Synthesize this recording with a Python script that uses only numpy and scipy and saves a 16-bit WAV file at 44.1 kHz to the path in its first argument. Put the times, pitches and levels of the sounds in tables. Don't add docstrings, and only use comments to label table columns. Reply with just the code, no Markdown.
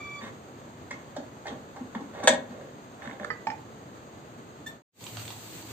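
import sys
import numpy as np
from scipy import signal
from scipy.io import wavfile
from scipy.ndimage import uniform_filter1d

SR = 44100
rng = np.random.default_rng(int(sys.argv[2]) if len(sys.argv) > 2 else 0)


def rack_gain(trim_db):
    fader = np.asarray(trim_db, float)
    return 10 ** (fader / 20)


def master(y):
    cut = np.clip(np.atleast_2d(y).T, -1, 1)
    pcm = np.round(cut * 32767)
    wavfile.write(sys.argv[1], SR, pcm.astype(np.int16))


N = 252296
CUT_OUT, CUT_IN = 4.8205, 4.908

# frequency in Hz, level in dB, t60 in seconds.
DISH = [(508, -9.5, 0.39), (573, -2.5, 0.27), (637, 1.5, 0.04), (826, -8.5, 0.23), (1046, -12.5, 0.016),
        (1151, -0.5, 0.28), (1440, -22.5, 0.084), (1760, -6.5, .14), (1843, -6.5, 0.14), (1900, -1, 0.13),
        (2206, 2, 0.064), (2620, -5.5, .08), (3350, -28, 0.054), (3700, -9.5, 0.037), (3683, 1, 0.06),
        (4140, -7, 0.097), (4610, -11, 0.05), (5450, -20.5, .05), (6280, 3, 0.045), (7250, -9, 0.048),
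        (8200, 0, 0.03)]
# frequency in Hz, likeness from -1 to 1.
SAME = [(60, 0.082), (180, 0.95), (550, 0.57), (1650, 0.044), (4970, -0.076), (15000, -0.44)]
# frequency in Hz, phase in radians.
LEAD = [(60, 0.01), (520, .3), (1220, 3), (2150, 6.1)]
HELD_S, FREE_S = 0.045, 0.071
DISH_PAN_DB, FLAME_PAN_DB = -2, -4.5


def evened(x):
    return x / np.sqrt(np.mean(x ** 2) + 1e-20)


def read(points, hz):
    f, value = np.transpose(points)
    return np.interp(np.log(hz + 1), np.log(f + 1), value)


def add(mix, s, sound, pan_db=0):
    part = mix[:, round(s * SR):][:, :len(sound)]
    part += rack_gain(np.array([[.5], [-.5]]) * pan_db) * sound[:part.shape[1]]


def add_peak(mix, s, db, sound, pan_db=0):
    add(mix, s, rack_gain(db) * sound / abs(sound).max(), pan_db)


def high_pass(x, order, hz):
    return signal.sosfilt(signal.butter(order, hz, "high", fs=SR, output="sos"), x)


def resonate(x, hz, width):
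    turn = np.exp(2j * np.pi * np.cumsum(hz * np.ones(len(x))) / SR)
    r = np.exp(-np.pi * width / SR)
    return 2 * (turn * signal.lfilter([1 - r], [1, -r], x / turn)).real


def resonate_twice(x, hz, width):
    return resonate(resonate(x, hz, width), hz, width)


def treble(x):
    return signal.sosfilt(signal.butter(2, [2300, 6000], "band", fs=SR, output="sos"), x)


def stroke(t, length, rise, fall):
    return np.clip(t / rise, 0, 1) * np.exp(-np.maximum(t - length, 0) / fall)


def contact(ms, rise_ms=0.42):
    t = np.arange(SR // 8) / SR
    envelope = (1 - np.exp(-1000 * t / rise_ms)) * np.exp(-1000 * t / max(ms, .2))
    return rng.standard_normal(len(t)) * envelope


def ring(modes, longest):
    split, twin_db = .035, -12.5
    t = np.arange(SR // 3) / SR
    out = 0
    for hz, db, t60 in modes:
        pair = np.sin(2 * np.pi * hz * t) + rack_gain(twin_db) * np.sin(2 * np.pi * hz * (1 - split) * t)
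        out = out + rack_gain(db - 60 * t / min(t60, longest)) * pair
    return out


def wash(spectrum, db, alike, lead, patchy_db, flicker_db):
    frames, hz = N // 256 + 5, np.fft.rfftfreq(1024, 1 / SR)
    a, b, c, d, patches = rng.standard_normal((frames, 513, 5)).T
    patches = uniform_filter1d(patches, size=10, axis=0)
    patches = evened(uniform_filter1d(patches, size=12, axis=1))
    flicker = evened(uniform_filter1d(rng.standard_normal(frames), size=4))
    same = np.clip(read(alike, hz), -1, 1)[:, None]
    late = np.exp(-1j * read(lead, hz))[:, None]
    left = a + 1j * b
    right = same * late * left + np.sqrt(1 - same ** 2) * (c + 1j * d)
    gain_db = read(spectrum, hz)[:, None] + patchy_db * patches + flicker_db * flicker
    z = np.array([left, right]) * rack_gain(gain_db)
    return rack_gain(db) * evened(signal.istft(z, nperseg=1024, noverlap=768)[1][:, :N])


def apart(x, size):
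    return np.array([np.roll(x[0], size), x[1]])


def room(x):
    # frequency in Hz, t60 in seconds.
    decay = [(200, 0.52), (600, 0.41), (1500, .3), (4000, 0.23), (8000, 0.16)]
    taps = np.zeros((2, SR // 2))
    slots = np.arange(60, SR // 2 - 20, 20)
    at = slots + rng.integers(0, 20, (2, (SR // 2 - 61) // 20))
    np.put_along_axis(taps, at, rng.choice([-1., 1.], at.shape), 1)
    hz, t, z = signal.stft(taps, SR, nperseg=256)
    same = np.clip(read(SAME, hz), -1, 1)[:, None]
    z = np.array([z[0], same * z[0] + np.sqrt(1 - same ** 2) * z[1]])
    z = z * rack_gain(-60 * t / read(decay, hz)[:, None])
    tail = signal.istft(z, SR, nperseg=256)[1]
    return signal.fftconvolve(x, tail / np.linalg.norm(tail[0]), axes=1)[:, :N]


def kitchen():
    # frequency in Hz, level in dB per Hz.
    spectrum = [(30, -44.5), (57, -27), (97, -8.5), (133, -5), (166, -19.5), (204, -7), (479, -12.5),
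                (1249, -18), (2299, -28.5), (6099, -34.5), (6549, -26.5), (6999, -33), (8499, -36.5),
                (15499, -35)]
    # frequency in Hz, likeness from -1 to 1.
    alike = [(60, .95), (270, .9), (500, .75), (1200, .4), (2200, .28), (4000, .05)]
    # time in seconds, level in dB.
    drift = [(0, -0.7), (4.6, -1.07)]
    drift_db = np.interp(np.arange(N) / SR, *np.transpose(drift))
    return wash(spectrum, -44.5, alike, LEAD, 0.34, 0.56) * rack_gain(drift_db)


def hinge():
    # start in seconds, length in seconds, slips a second, glide in Hz per second, level in dB.
    squeaks = [
        (0, .197, 1166, -70, -47),
        (4.661, .016, 1772, 500, -47),
    ]
    overtones = [
        [2.5, 1, -7.5, -13.5, -16.5, -20],
        [9, 0, -4, 1.5, -23, -20],
    ]
    rasp_db = [-30, 5]
    out = np.zeros((2, N))
    for (s, length, hz, glide, db), levels, hiss_db in zip(squeaks, overtones, rasp_db):
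        t = np.arange(0, length + .04, 1 / SR)
        wander = uniform_filter1d(rng.standard_normal((7, len(t))), size=220)
        wander = [evened(v) for v in uniform_filter1d(wander, size=220)]
        turns = np.cumsum((hz + glide * t) * (1 + .004 * wander[-1])) / SR
        tone = 0
        for k, level_db in enumerate(levels):
            waver_db = (1.3 + .8 * k) * wander[k]
            tone = tone + rack_gain(level_db + waver_db) * np.cos(2 * np.pi * ((k + 1) * turns + rng.random()))
        hiss = rack_gain(hiss_db) * np.diff(rng.standard_normal(len(t) + 1))
        add(out, s, rack_gain(db + 5.0) * (tone + hiss) * stroke(t, length, rise=.006, fall=.008), -1)
    return out


def drags():
    # start in seconds, length in seconds, pressure in dB, centre of the rasp in Hz, grit in dB.
    slides = [
        (0.199, 0.1, -43.5, 1080, 3),
        (1.446, 0.12, -42, 740, -31),
        (2.124, 0.12, -38.5, 810, -12),
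        (2.226, 0.039, -26, 840, -31),
        (2.44, 0.276, -46.5, 594, -15),
        (2.988, 0.17, -40, 990, -15.5),
        (3.187, 0.077, -37.5, 750, -29),
    ]
    press, ease_db, sag = 0.2, -10, 0.2
    out, body = np.zeros((2, N)), ring(DISH, HELD_S)
    for s, length, db, hz, grit_db in slides:
        u = np.arange(0, 1, 1 / (SR * length))
        ticks = rng.standard_normal(len(u)) * (rng.random(len(u)) < 3000 / SR)
        rasp = evened(resonate(ticks, hz * (1 - sag * u), 0.49 * hz))
        grit = evened(resonate(ticks, 1700, 1700))
        pressure = np.minimum(u / press, 1) * rack_gain(db + ease_db * np.maximum(u - press, 0) ** 2)
        scrape = (rasp + rack_gain(grit_db) * grit) * pressure * signal.windows.tukey(len(u), .2)
        rung = signal.fftconvolve(scrape, body) / np.linalg.norm(body)
        add(out, s, rack_gain(-10) * scrape, DISH_PAN_DB)
        add(out, s, rack_gain(-13) * rung, DISH_PAN_DB)
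    return out


def thuds():
    # start in seconds, peak in dB, frequency in Hz.
    pushes = [(0.227, -36.5, 227), (0.259, -43, 227), (0.939, -39.5, 245), (1.178, -32.5, 266),
              (1.509, -33, 237), (1.546, -46, 210), (1.806, -31, 249), (1.838, -37.5, 233),
              (1.954, -28, 213), (2.002, -32.5, 266), (2.028, -42.5, 288), (2.238, -30, 254),
              (2.294, -25.5, 248), (2.329, -26.5, 250), (2.498, -40, 236), (3.063, -36, 241),
              (3.201, -36, 211), (3.481, -39.5, 248)]
    out = np.zeros((2, N))
    for s, db, hz in pushes:
        boom = resonate(resonate(contact(16), hz, 80), hz, 45)
        add_peak(out, s, db, boom)
    return out


def knocks(rows, modes, crack_db, wide_db, longest, pan_db):
    out, body = np.zeros((2, N)), ring(modes, longest)
    for s, db, hz, bright_db, ms in rows:
        chatter = contact(ms, 0.25 * ms)
        spot = evened(resonate_twice(chatter, hz, 0.5 * hz))
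        wide = evened(resonate_twice(chatter, 1300, 2000))
        blow = spot + rack_gain(wide_db) * wide + rack_gain(bright_db) * evened(treble(chatter))
        blow = high_pass(blow, 2, 300)
        add_peak(out, s, db, signal.fftconvolve(blow, body), pan_db)
        add_peak(out, s, db + crack_db, blow, pan_db)
    return out


def dish_knocks():
    # start in seconds, peak in dB, main ring in Hz, brightness in dB, contact in ms.
    blows = [(0.907, -29.5, 2020, -4.5, 6.9), (0.91, -36.5, 860, -21, 6.6), (1.163, -29, 740, -6, 6.7),
             (1.453, -33.5, 790, -20, 16), (1.468, -31, 1900, -2, 3), (1.481, -31, 3100, -4, 2.4),
             (1.513, -40, 789, -11, 5.6), (1.76, -39.5, 797, -12, 12.6), (1.949, -30.5, 835, -19, 4.3),
             (2.006, -42, 845, -3.5, 5.3), (2.201, -34.5, 683, -16, 2.5), (2.612, -40.5, 557, -11, 1.1)]
    return knocks(blows, DISH, 3.8, -5.3, HELD_S, DISH_PAN_DB)


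def clink():
    # start in seconds, peak in dB, contact in ms.
    bounces = [
        (2.236, -26.5, 5.4),
        (2.2738, -1, 2.95),
        (2.2789, -3.5, 3.5),
        (2.304, -29, 4.7),
        (2.332, -28, 10),
    ]
    # frequency in Hz, level in dB per Hz.
    crash_colour = [(180, -38), (300, -24.5), (718, -5), (780, -6), (1160, -11.5), (1260, -17),
                    (1720, -7.5), (3110, -14), (3440, -9.5), (6200, -11), (8230, -6), (10400, -65),
                    (11600, -16.5), (13800, -46.5), (15400, -54)]
    pan_db = 2.5
    hz = abs(np.fft.fftfreq(4096, 1 / SR))
    log_gain = np.log(rack_gain(np.maximum(read(crash_colour, hz), -80)))
    colour = np.fft.ifft(np.exp(np.conj(signal.hilbert(log_gain)))).real[:1024]
    out, body = np.zeros((2, N)), ring(DISH, FREE_S)
    for s, db, ms in bounces:
        crash = signal.fftconvolve(contact(ms), colour)
        add_peak(out, s, db, crash, pan_db)
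        add_peak(out, s, db - 4, signal.fftconvolve(crash, body), pan_db)
    return out


def rim_taps():
    # start in seconds, peak in dB, main ring in Hz, brightness in dB, contact in ms.
    taps = [
        (3.021, -37, 1780, -20, 1.9),
        (3.055, -38.5, 1770, -10, 3.9),
        (3.074, -32.5, 1760, -15, 2.2),
        (3.096, -39.5, 1780, -13.5, 3.1),
        (3.111, -36, 1650, -23, 1.8),
        (3.198, -34, 1420, -25, 1.5),
        (3.232, -37, 1430, -24, 2.1),
        (3.2455, -27.5, 1580, -5.5, 2.5),
    ]
    rim_tap = [
        (3.3025, -18, 1310, -23, 2.6),
    ]
    last_tap = [
        (3.469, -18.5, 920, -12, 3.9),
        (3.502, -28, 1750, -25, 0.91),
        (3.515, -33.5, 870, -26, 2.9),
    ]
    # frequency in Hz, level in dB, t60 in seconds.
    rim = [(501, -36, 0.11), (628, -3, .1), (1270, 4, 0.041), (1530, -19, 0.043), (1780, -0.5, 0.086),
           (1960, 4, 0.04), (2395, -8, 0.09), (3070, -7, .07), (3800, -16, .05), (4609, -2, 0.066),
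           (5370, 0, .05)]
    lip = [(650, -25, 0.13), (885, 1.5, .09), (1260, -27, 0.02), (1850, -5.5, 0.061), (2080, -15, 0.021),
           (2490, 0, 0.032), (3140, -3, 0.033), (4750, -10, .04), (5350, 7, 0.04), (6340, -4, 0.076),
           (7580, -4.5, 0.054)]
    pan_db = -7.5
    out = knocks(taps, DISH[5:], 0.67, -8, 0.22 * HELD_S, pan_db)
    out = out + knocks(rim_tap, rim, -21, 9.2, FREE_S, pan_db)
    return out + knocks(last_tap, lip, -1.3, 0.93, FREE_S, pan_db)


def turntable(x):
    # frequency in Hz, level in dB, t60 in seconds.
    plate = [(480, -21, 0.81)]
    t = np.arange(SR // 2) / SR
    body = sum(rack_gain(db - 60 * t / t60) * np.sin(2 * np.pi * hz * t) for hz, db, t60 in plate)
    return signal.fftconvolve(x, body[None] / 20, axes=1)[:, :N]


def flutter():
    hz = 111.2
    noise = evened(resonate(resonate(rng.standard_normal(N), hz, 31), hz, 30))
    return evened(.6 * noise + np.cos(2 * np.pi * hz * np.arange(N) / SR))


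def crackles():
    # start in seconds, peak in dB, frequency in Hz, body in dB.
    bursts = [
        (5.0085, -35, 3920, 1),
        (5.04, -29, 7240, -18),
        (5.066, -29, 3200, -5),
        (5.1702, -26, 3160, 2),
        (5.1953, -31.5, 3220, -9),
        (5.2536, -31, 8350, -20),
        (5.2786, -31, 3700, -20),
        (5.304, -29, 3570, 1),
        (5.6245, -33.5, 6500, -4),
    ]
    out = np.zeros((2, N))
    for s, db, hz, body_db in bursts:
        burst = contact(1.5)
        snap = evened(treble(burst)) + 2.1 * evened(resonate(burst, hz, 1300))
        body = evened(resonate(burst, 910, 360))
        add_peak(out, s, db, snap + rack_gain(body_db + 6.5) * body, FLAME_PAN_DB)
    return out


def moan():
    breath = (5.4, .3, 318, -55)
    s, length, hz, db = breath
    t = np.arange(N) / SR - s
    tone = evened(resonate_twice(rng.standard_normal(N), hz, 30))
    return rack_gain(db) * tone * stroke(t, length, rise=0.039, fall=0.036)


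def stove():
    # frequency in Hz, level in dB per Hz.
    burner = [(30, -29), (55, -17.5), (95, -9), (200, -5.5), (330, -9.5), (600, -12.5), (1500, -18.5),
              (3800, -18.5), (6500, -17.5), (8500, -16), (9500, -10), (11000, -36), (11600, -12),
              (15500, -12.5)]
    # time in seconds, flare from 0 to 1.
    flame = [
        (4.95, 0.2),
        (5.05, 0.38),
        (5.2, 1.0),
        (5.32, 0.74),
        (5.42, 0.4),
        (5.72, 0.55),
    ]
    flare = np.interp(np.arange(N) / SR, *np.transpose(flame))
    roar = wash(burner, -40, SAME, LEAD[:1], 0.76, 1.0) * rack_gain(4 * flare)
    beating = rack_gain(-61 + 18 * flare) * flutter()
    pops = crackles()
    return roar + beating + moan() + pops + rack_gain(0.5) * room(pops)


def fade():
    out_s, left_at_cut, in_s, in_power = 0.11, 0.19, 0.12, 2.75
    t = np.arange(N) / SR
    down = np.clip(left_at_cut + (CUT_OUT - t) / out_s, 0, 1) * (t < CUT_OUT)
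    return down + np.clip((t - CUT_IN) / in_s, 0, 1) ** in_power


def scene():
    t = np.arange(N) / SR
    air, squeak = kitchen(), hinge()
    dish = apart(drags() + dish_knocks(), size=4)
    shell = thuds()
    drop = apart(clink(), size=-3)
    rim = apart(rim_taps(), size=-5)
    oven = rack_gain(-3.5) * apart(squeak, size=-2) + rack_gain(-5) * room(squeak)
    oven = oven + rack_gain(-2.0) * dish + rack_gain(-4.0) * room(dish)
    oven = oven + shell + rack_gain(-8.5) * room(shell)
    oven = oven + drop + rack_gain(-4.5) * room(drop)
    oven = oven + rack_gain(-1.0) * rim + rack_gain(-8.5) * room(rim) + turntable(rim)
    return (oven + air) * (t < CUT_OUT) + stove() * (t > CUT_IN)


def roll_off(x):
    return signal.sosfilt(signal.butter(12, 16460, fs=SR, output="sos"), x)


def record(dry):
    edges_hz = [4750, 6100, 8520, 11020, 11560, 15470]
    steps_db = [-0.5, -6.5, -1, -15.5, -53.5, -10, -62.5]
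    ceiling = 1.1
    heard = high_pass(ceiling * np.tanh(dry / ceiling), 3, 65)
    hz, at, z = signal.stft(heard, SR, nperseg=1024)
    band = np.searchsorted(edges_hz, hz)
    luck = evened(uniform_filter1d(rng.standard_normal((65, len(at))), size=4))
    luck = luck.repeat(8, axis=0)[:len(hz)]
    needed = 1.4 - 2.6 * (hz[:, None] / 8520 - 1) / .3
    lost = (band == 3)[:, None] & (luck > needed)
    z = z * rack_gain(np.array(steps_db))[band, None] * ~lost
    banded = signal.istft(z, SR, nperseg=1024)[1][:, :N]
    return roll_off(banded * fade())


dry = scene()
out = record(dry)
master(out)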